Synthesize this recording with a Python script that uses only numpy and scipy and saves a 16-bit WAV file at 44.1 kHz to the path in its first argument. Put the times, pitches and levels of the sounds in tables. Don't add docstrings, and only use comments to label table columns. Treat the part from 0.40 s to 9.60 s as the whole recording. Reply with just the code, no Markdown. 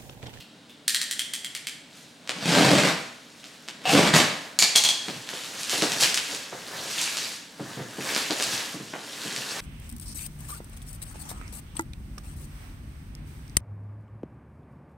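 import sys
import numpy as np
from scipy import signal
from scipy.fft import rfft, irfft
from scipy.io import wavfile
from scipy.ndimage import uniform_filter1d

SR = 44100
rng = np.random.default_rng(int(sys.argv[2]) if len(sys.argv) > 2 else 0)


def generate_wav(sig):
    pcm = np.round(np.clip(np.atleast_2d(sig).T, -1, 1) * 32767).astype(np.int16)
    wavfile.write(sys.argv[1], SR, pcm)


N = 405940


def amp(db):
    return 10 ** (np.asarray(db) / 20)


def unit_rms(x):
    return x / np.sqrt(np.mean(x ** 2) + 1e-20)


def unit_energy(x):
    return x / np.sqrt(np.sum(x ** 2) + 1e-20)


def curve(points, hz):
    f, value = np.transpose(points)
    return np.interp(np.log(hz + 1), np.log(f + 1), value)


def peaks(modes, hz):
    return np.max([amp(db / 2) / (1 + (2 * (hz - f) / width) ** 2) for f, width, db in modes], 0)


def shelf(x, corner):
    return x ** 4 / (x ** 4 + corner ** 4)


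def add(mix, at_s, sound):
    part = mix[max(round(at_s * SR), 0):][:len(sound)]
    part += sound[:len(part)]


def impulse_response(shape_db, size=8192):
    level_db = shape_db(np.fft.rfftfreq(size, 1 / SR))
    cepstrum = irfft(np.log(amp(np.maximum(level_db, level_db.max() - 90))))
    cepstrum[1:size // 2] *= 2
    cepstrum[size // 2 + 1:] = 0
    return unit_energy(irfft(np.exp(rfft(cepstrum)))[:size // 2])


def shaped(x, shape_db):
    return unit_rms(signal.oaconvolve(x, impulse_response(shape_db))[:len(x)])


def wander(cutoff_hz):
    lowpass = 1 - shelf(np.fft.rfftfreq(N, 1 / SR), cutoff_hz)
    return unit_rms(irfft(rfft(rng.standard_normal(N)) * lowpass, N))


def slips(per_s, spread_db, cap=4):
    size = amp(spread_db * np.minimum(rng.exponential(1, N), cap))
    return size * rng.choice([-1, 1], N) * (rng.random(N) < per_s / SR)


def crackle(train, decay_cycles, facets=16):
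    facet, out = rng.integers(0, facets, N), np.zeros(N)
    t = np.arange(SR // 150) / SR
    for k, hz in enumerate(np.geomspace(900, 14000, facets)):
        note = unit_energy(np.exp(-t * hz / decay_cycles) * np.cos(2 * np.pi * hz * t)) * np.sqrt(hz)
        out += signal.oaconvolve(train * (facet == k), note)[:N]
    return out


def flat_burst(envelope):
    burst = rng.standard_normal(len(envelope)) * envelope
    for _ in range(4):
        burst = irfft(np.exp(1j * np.angle(rfft(burst))), len(envelope))
        burst *= envelope / np.sqrt(abs(uniform_filter1d(burst ** 2, 32)) + 1e-14)
    return unit_energy(burst)


def contact(scuff_s, scuff_gain):
    t = np.arange(1024) / SR
    touch = unit_energy(np.exp(-t / 0.0001))
    scuff = scuff_gain * unit_energy(np.exp(-t / scuff_s))
    return flat_burst(np.hypot(touch, scuff))


def strike(shape_db, force):
    return unit_energy(signal.fftconvolve(impulse_response(shape_db), force))


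# f/Hz, level/dB
AIR_SPECTRUM = [(15, -28), (25, -24), (80, -15.5), (145, 0), (293, 2), (354, -7), (560, -5.5),
                (1230, -13.5), (1440, -11), (2410, -14), (3720, -10), (6210, -20.5), (8830, -22),
                (14800, -40), (16000, -31)]
# f/Hz, level/dB
HUM_PARTIALS = [(178, -83), (237, -62), (296, -63), (421, -75)]

def background(air_db=-52.5, hum_db=-3, drift_rad=0.91):
    air, diffuse = (amp(air_db) * shaped(rng.standard_normal(N), lambda hz: curve(AIR_SPECTRUM, hz))
                    for _ in range(2))
    hum, t = np.zeros(N), np.arange(N) / SR
    for hz, db in HUM_PARTIALS:
        phase = 2 * np.pi * hz * t + drift_rad * wander(cutoff_hz=2.8)
        hum += amp(db + hum_db) * np.sqrt(2) * np.sin(phase)
    return stereo(air + hum, diffuse)


# t/s, length/s, level/dB
SLIDES = [(0, 0.013, -43.5), (0.293, 0.016, -49)]

def slider(squeak_hz=3300, width_hz=1500, squeak_db=13):
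    shape = lambda hz: (squeak_db * peaks([(squeak_hz, width_hz, 0)], hz)
                        + 10 * shelf(hz, 1600) - 9 * shelf(hz, 7600))
    scrape, gate = shaped(slips(per_s=2800, spread_db=0.5), shape), np.zeros(N)
    for at_s, length_s, db in SLIDES:
        add(gate, at_s, amp(db) * signal.windows.tukey(int(length_s * SR), 0.5))
    return gate * scrape


# t/s, level/dB, treble/dB
NOTCHES = [(0.4798, -14.3, 3.5), (0.5465, -16.5, -0.5), (0.615, -21, -1), (0.7115, -21.5, 1.5),
           (0.7935, -19, 1.5), (0.9362, -23, 2.5), (1.0457, -26, -1), (1.15, -26.5, -3), (1.27, -25, -4)]
# f/Hz, level/dB
HANDLE_SPECTRUM = [(500, -39), (1000, -20.5), (1450, -8.5), (2000, -4), (2700, -7), (3400, -9.5),
                   (4400, -2), (6000, -5), (9000, -2.5), (11500, -10), (16000, -20)]
# t/s, hollow f/Hz, blade f/Hz
EXTENSION = [(.48, 1750, 3840), (.56, 1810, 4000), (.79, 1970, 3300), (1.27, 2260, 3270)]
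# f/Hz, width/Hz, level/dB
SPRING_MODES = [(3270, 490, 5), (4800, 250, -27), (5950, 280, -15), (7480, 400, -12), (8780, 470, -22)]

def ratchet(gain_db=21, modes_db=10, hollow_width_hz=420, blade_width_hz=1100, lead_s=0.00118):
    out = np.zeros(N)
    times_s, hollow_hz, blade_hz = np.transpose(EXTENSION)
    for at_s, db, treble_db in NOTCHES:
        modes = [(np.interp(at_s, times_s, hollow_hz), hollow_width_hz, -6),
                 (np.interp(at_s, times_s, blade_hz), blade_width_hz, -3)]
        modes += [(hz, width, level + 4 * rng.standard_normal()) for hz, width, level in SPRING_MODES]
        shape = lambda hz: (curve(HANDLE_SPECTRUM, hz) + modes_db * peaks(modes, hz)
                            + treble_db * shelf(hz, 4700))
        lead_in = strike(shape, contact(scuff_s=0.0045, scuff_gain=9.1))
        click = strike(shape, contact(scuff_s=0.0026, scuff_gain=5.6))
        add(out, at_s - lead_s, amp(db + gain_db - 19) * lead_in)
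        add(out, at_s, amp(db + gain_db) * click)
    return out


# peak t/s, build/s, ease/s, level/dB, cell rub/dB
PULLS = [(1.56, 0.061, 0.17, -46.5, -10), (3.05, 0.28, 0.45, -48, -5), (4.06, 0.091, 0.11, -47, 6),
         (4.68, 0.12, 0.24, -37.5, -3), (4.9, 0.035, 0.53, -34.5, -7), (5.36, 0.07, 0.38, -26, -6.5),
         (5.2, .15, 0.095, -33, -7.5), (5.63, 0.057, 0.075, -21.5, -6), (5.93, .15, 0.078, -31, -6.5),
         (6.36, 0.23, .2, -40, 3.5), (6.62, 0.18, 0.11, -25, -12.5), (6.85, 0.36, 0.1, -29.5, -10),
         (7.3, 0.14, 0.37, -40, 1), (7.698, 0.087, 0.11, -26.5, -2.5), (7.78, 0.037, 0.084, -26.5, -6),
         (8.03, 0.17, 0.11, -28, -5.5), (8.14, 0.11, 0.16, -27.5, -5.5), (8.86, 0.32, 0.45, -34, -5),
         (9.12, 0.2, 0.27, -32, -4.5)]
# f/Hz, level/dB
FILM_SPECTRUM = [(410, -18), (700, -8), (767, -11.5), (1050, -8), (1730, -5.5), (2160, -1.5), (2660, 0.5),
                 (4730, 1.5), (7890, -2), (11700, -9), (15200, -18), (16000, -39)]
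# f/Hz, level/dB
CELL_SPECTRUM = [(70, -38), (120, -5.5), (200, -3), (400, -2), (700, -3), (1200, -4.5), (1800, -1),
                 (2800, -25)]

def rustle(film_db=-5.5, cells_db=-7.5, swell_db=10, settle_s=0.16, settle_db=-22, settle_rub_db=-5):
    creases = slips(per_s=6000, spread_db=2.5, cap=3.6) * amp(1.13 * wander(cutoff_hz=58))
    crinkles = crackle(slips(per_s=99, spread_db=2, cap=2.95), decay_cycles=1.6)
    crinkles = shaped(crinkles, lambda hz: -7 * shelf(hz, 4200))
    crackles = unit_rms(crackle(creases, decay_cycles=0.8))
    film = shaped(crackles + 0.58 * crinkles, lambda hz: curve(FILM_SPECTRUM, hz))
    cells = shaped(slips(per_s=1200, spread_db=5.5, cap=3.1), lambda hz: curve(CELL_SPECTRUM, hz))
    settling = [(end_s + settle_s / 2, settle_s / 2, settle_s, db + settle_db, settle_rub_db)
                for _, _, end_s, db, _ in KNIFE_PUSHES]
    bending, rubbing = np.zeros((2, N))
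    t = np.arange(N) / SR
    for peak_s, build_s, ease_s, db, rub_db in PULLS + settling:
        off_peak = np.maximum((peak_s - t) / build_s, (t - peak_s) / ease_s)
        power = amp(db - swell_db * np.minimum(off_peak, 20)) ** 2
        bending += power
        rubbing += amp(rub_db) ** 2 * power
    return amp(film_db) * film * np.sqrt(bending) + amp(cells_db) * cells * np.sqrt(rubbing)


# t/s, level/dB, treble/dB, pop/dB
SNAPS = [(1.8755, -36.5, -12, -9), (1.8938, -23.5, -15.5, -20.5), (3.0421, -41, -13, -16),
         (3.279, -42, -8, -6), (3.286, -31.5, -14, -11), (3.742, -18, -4, -4), (4.6847, -30, -17, 2),
         (4.89, -31, -14, -12), (5.2325, -29, 0, -20), (5.2962, -26, -1, -15), (5.422, -19.5, -6.5, 2),
         (5.5198, -24, 1, 1), (5.635, -16, -14, -26), (5.744, -20.5, -1, -22), (5.775, -21, -11, -14),
         (5.948, -30, -4, -15), (6.615, -26.5, 19, 0), (6.7706, -26, -7, -10), (7.749, -25.5, 2, 2.5),
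         (7.7632, -22, -12, -6), (7.908, -22.5, -9.5, 2), (8, -26, -11, -3.5), (8.0249, -23, 3, -10),
         (8.5369, -29, -44, 3), (8.963, -28.5, -11, -17)]

def snaps(gain_db=23.5, base_hz=2110, octaves_per_db=0.52, note_db=7):
    # f/Hz, level/dB
    crease = [(60, -28), (140, -2), (300, 1.5), (700, -2), (2000, 4), (4500, 8.5), (8000, 5.5),
              (15000, -16.5)]
    out = np.zeros(N)
    for at_s, db, treble_db, pop_db in SNAPS:
        note_hz = base_hz * 2 ** (octaves_per_db * pop_db)
        shape = lambda hz: (curve(crease, hz) + note_db * peaks([(note_hz, note_hz / 2, 0)], hz)
                            + (treble_db + 2) * shelf(hz, 3700) + (pop_db + 6) * (1 - shelf(hz, 1200)))
        add(out, at_s, amp(db + gain_db) * strike(shape, contact(scuff_s=0.00172, scuff_gain=1.77)))
    return out


# t/s, level/dB, thud f/Hz
BUMPS = [(1.89, -29, 595), (4.68, -26.5, 285), (4.75, -34.5, 141), (4.928, -30.5, 457), (5.328, -24.5, 497),
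         (5.374, -30, 400), (5.419, -16.5, 400), (5.454, -28.5, 480), (5.514, -30, 253),
         (5.612, -25.5, 495), (5.923, -30.5, 447), (6.122, -28, 467), (6.452, -32.5, 350),
         (7.194, -24, 225), (7.366, -27, 211), (7.394, -25, 200), (7.581, -24.5, 263), (7.9, -22, 425),
         (8.339, -29, 200), (8.398, -30, 190), (8.532, -31, 620), (8.848, -30, 260), (8.969, -31, 240)]
# f/Hz, width/Hz, level/dB
PALM_MODES = [(122, 76, 0), (186, 26, -16), (296, 21, -15), (472, 120, -20)]

def bumps(gain_db=20, db_per_octave=9, modes_db=8, rise_s=0.00505):
    padding = [(30, -41), (72, -25), (112, 2), (1000, 2), (2500, 2), (6000, -34)]  # f/Hz, level/dB
    out, t = np.zeros(N), np.arange(4096) / SR
    for at_s, db, thud_hz in BUMPS:
        shape = lambda hz: (curve(padding, hz) + modes_db * peaks(PALM_MODES, hz)
                            - db_per_octave * np.hypot(np.log2((hz + 1) / thud_hz), 0.7))
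        force = flat_burst(t * np.exp(-t / rise_s))
        add(out, at_s, amp(db + gain_db) * strike(shape, force))
    return out


# start t/s, attack/s, end t/s, level/dB, box/dB
KNIFE_PUSHES = [(1.945, 0.16, 2.49, -19, 1.5), (3.435, 0.077, 3.674, -20, 2.5),
                (3.724, 0.016, 3.803, -15.5, -1.5)]
# f/Hz, level/dB
RASP_SPECTRUM = [(50, -44), (250, -20.5), (600, 9), (1100, 0.5), (2000, 0.5), (2800, 0.5), (4500, 0),
                 (6000, -5), (8200, -7.5), (11500, -17.5), (16000, -28)]
# f/Hz, level/dB
BOX_SPECTRUM = [(25, -50), (45, -41), (75, -29), (110, -6.5), (175, -2.5), (240, -4), (330, -7.5),
                (550, -2.5), (750, -4), (1000, -11.5), (1600, -50.5)]
# f/Hz, width/Hz, level/dB
BOX_MODES = [(182, 44, 0), (305, 74, 0), (428, 25, -12.5), (480, 43, -6), (730, 22, -28)]

def cutting(rasp_db=-3, drum_db=-2.5, bite_db=22.5, sag_db_per_s=9.5, release_db_per_s=303):
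    out, t = np.zeros(N), np.arange(N) / SR
    catches = slips(per_s=210, spread_db=4.5, cap=2.6)
    tear_power = signal.oaconvolve(catches ** 2, np.exp(-t[:1024] / 0.00099))[:N]
    tearing = unit_rms(np.sqrt(abs(tear_power)) * rng.standard_normal(N))
    pops = shaped(catches, lambda hz: -14 * shelf(hz, 3300))
    scrape = unit_rms(crackle(slips(per_s=5000, spread_db=2.8, cap=1.1), decay_cycles=0.68))
    rasp = shaped(tearing + 0.5 * pops + 0.72 * scrape, lambda hz: curve(RASP_SPECTRUM, hz))
    drum = shaped(catches, lambda hz: curve(BOX_SPECTRUM, hz) + 6 * peaks(BOX_MODES, hz))
    for start_s, attack_s, end_s, db, box_db in KNIFE_PUSHES:
        force_db = bite_db * np.minimum((t - start_s) / attack_s - 1, 0)
        force_db -= sag_db_per_s * np.maximum(t - start_s - attack_s, 0)
        force_db -= release_db_per_s * np.maximum(t - end_s, 0)
        damping_db = 4.5 * np.interp(t, [start_s, end_s], [-1, 1]) ** 2
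        cut = amp(rasp_db) * rasp + amp(drum_db + box_db - damping_db) * drum
        out += amp(db + np.maximum(force_db, -200)) * cut
    return out


# t/s, length/s, level/dB
DRAGS = [(3.452, 0.052, -25)]
# f/Hz, width/Hz, level/dB
DRAG_MODES = [(780, 130, 0), (2740, 510, -4)]

def drag(modes_db=13):
    shape = lambda hz: curve(RASP_SPECTRUM, hz) + modes_db * peaks(DRAG_MODES, hz)
    squeak, gate = shaped(slips(per_s=900, spread_db=2.5), shape), np.zeros(N)
    for at_s, length_s, db in DRAGS:
        add(gate, at_s, amp(db) * signal.windows.tukey(int(length_s * SR), 0.15))
    return gate * squeak


# t/s, length/s, level/dB, treble/dB
RIPS = [(3.488, 0.058, -27, -5), (3.744, 0.05, -23.5, 3), (5.294, 0.058, -29, -2), (5.598, 0.041, -21.5, 6),
        (5.645, 0.018, -33, -9), (5.768, .012, -28, -0.5)]

def rips(gain_db=-1):
    breaks, out = slips(per_s=3200, spread_db=4.5), np.zeros(N)
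    for at_s, length_s, db, treble_db in RIPS:
        run = breaks[int(at_s * SR):][:int(length_s * SR)]
        rip = shaped(run, lambda hz: curve(FILM_SPECTRUM, hz) + treble_db * shelf(hz, 3100))
        add(out, at_s, amp(db + gain_db) * rip * signal.windows.tukey(len(run), 0.3))
    return out


# t/s, level/dB, treble/dB
LANDINGS = [(4.1891, -10, 5.5), (4.2177, -18, -9), (4.2241, -8.5, -3), (4.238, -24, -2), (4.3549, -16, -10),
            (4.359, -7.5, 2.5), (4.368, -20, 2), (4.376, -18, -1), (4.4382, -14, 1), (4.4499, -14, -5),
            (4.4887, -14, -3)]
# f/Hz, level/dB
KNIFE_SPECTRUM = [(40, -49), (150, -13), (400, -13.5), (750, -8), (1400, -13.5), (2400, -5.5), (4400, -1.5),
                  (7000, -1.5), (9000, -6), (12000, -13.5), (16000, -27)]
# f/Hz, width/Hz, level/dB
ON_END_MODES = [(1750, 140, -8), (2300, 150, -4), (4510, 600, -5.5), (6950, 500, -14)]
# f/Hz, width/Hz, level/dB
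FLAT_MODES = [(3314, 240, 2.5), (4260, 370, -11), (6160, 360, -22), (8400, 300, -15)]

def clatter(gain_db=21, modes_db=12, flat_at_s=4.3):
    out = np.zeros(N)
    for at_s, db, treble_db in LANDINGS:
        modes = FLAT_MODES if at_s > flat_at_s else ON_END_MODES
        shape = lambda hz: (curve(KNIFE_SPECTRUM, hz) + modes_db * peaks(modes, hz)
                            + (treble_db - 1) * shelf(hz, 5294))
        add(out, at_s, amp(db + gain_db) * strike(shape, contact(scuff_s=0.0038, scuff_gain=5.6)))
    return out


# f/Hz, level/dB
SIDE_SPECTRUM = [(100, -17), (280, -16), (600, -11.5), (1300, -6), (2800, -8.5), (5500, -11.5), (9000, -12),
                 (13000, -99)]

def stereo(mid, diffuse):
    side_gain = amp(curve(SIDE_SPECTRUM, np.fft.rfftfreq(N, 1 / SR)))
    side = irfft(rfft(diffuse) * side_gain, N)
    return np.array([mid + side, mid - side])


# f/Hz, T60/s
KITCHEN_T60 = [(120, 0.43), (500, 0.62), (2000, 0.7), (4500, 0.61), (9000, 0.48), (15000, 0.33)]

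def tail(build_s=0.0013):
    hz, t, bands = signal.stft(rng.standard_normal(SR * 3 // 4), SR, nperseg=256)
    bands *= amp(-60 * t / curve(KITCHEN_T60, hz)[:, None])
    decay = signal.istft(bands, SR, nperseg=256)[1]
    return unit_energy(decay * shelf(np.arange(len(decay)) / SR, build_s))


# delay/s, gain
ECHOES = [(.0066, 0.12), (.0082, 0.42), (0.0149, 0.43), (0.0162, .17), (.0235, 0.33)]

def kitchen(direct, wet_db, spots_per_s, spots=5):
    place = np.arange(N) / SR * spots_per_s % spots
    mid = direct.copy()
    for k in range(spots):
        room = amp(wet_db) * tail()
        for delay_s, gain in ECHOES:
            add(room, delay_s * rng.uniform(0.96, 1.04), gain * contact(scuff_s=0.00078, scuff_gain=2))
        distance = abs((place - k + spots / 2) % spots - spots / 2)
        fade = np.cos(np.pi / 2 * np.minimum(distance, 1))
        mid += signal.oaconvolve(direct * fade, room)[:N]
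    return stereo(mid, signal.oaconvolve(direct, tail())[:N])


def scene():
    mix = background()
    mix += kitchen(slider() + ratchet(), wet_db=-1, spots_per_s=30)
    mix += kitchen(rustle() + rips(), wet_db=-2.5, spots_per_s=210)
    mix += kitchen(snaps(), wet_db=-3, spots_per_s=12)
    mix += kitchen(bumps(), wet_db=-3, spots_per_s=12)
    mix += kitchen(cutting() + drag(), wet_db=-1.5, spots_per_s=45)
    mix += kitchen(clatter(), wet_db=-0.5, spots_per_s=60)
    return mix


def record(dry):
    ceiling, cutoff_hz = 1.1, 16200
    lowpass = signal.firwin(401, cutoff_hz, window=("kaiser", 9), fs=SR)
    return signal.oaconvolve(ceiling * np.tanh(dry / ceiling), lowpass[None], "same")


dry = scene()
out = record(dry)
generate_wav(out)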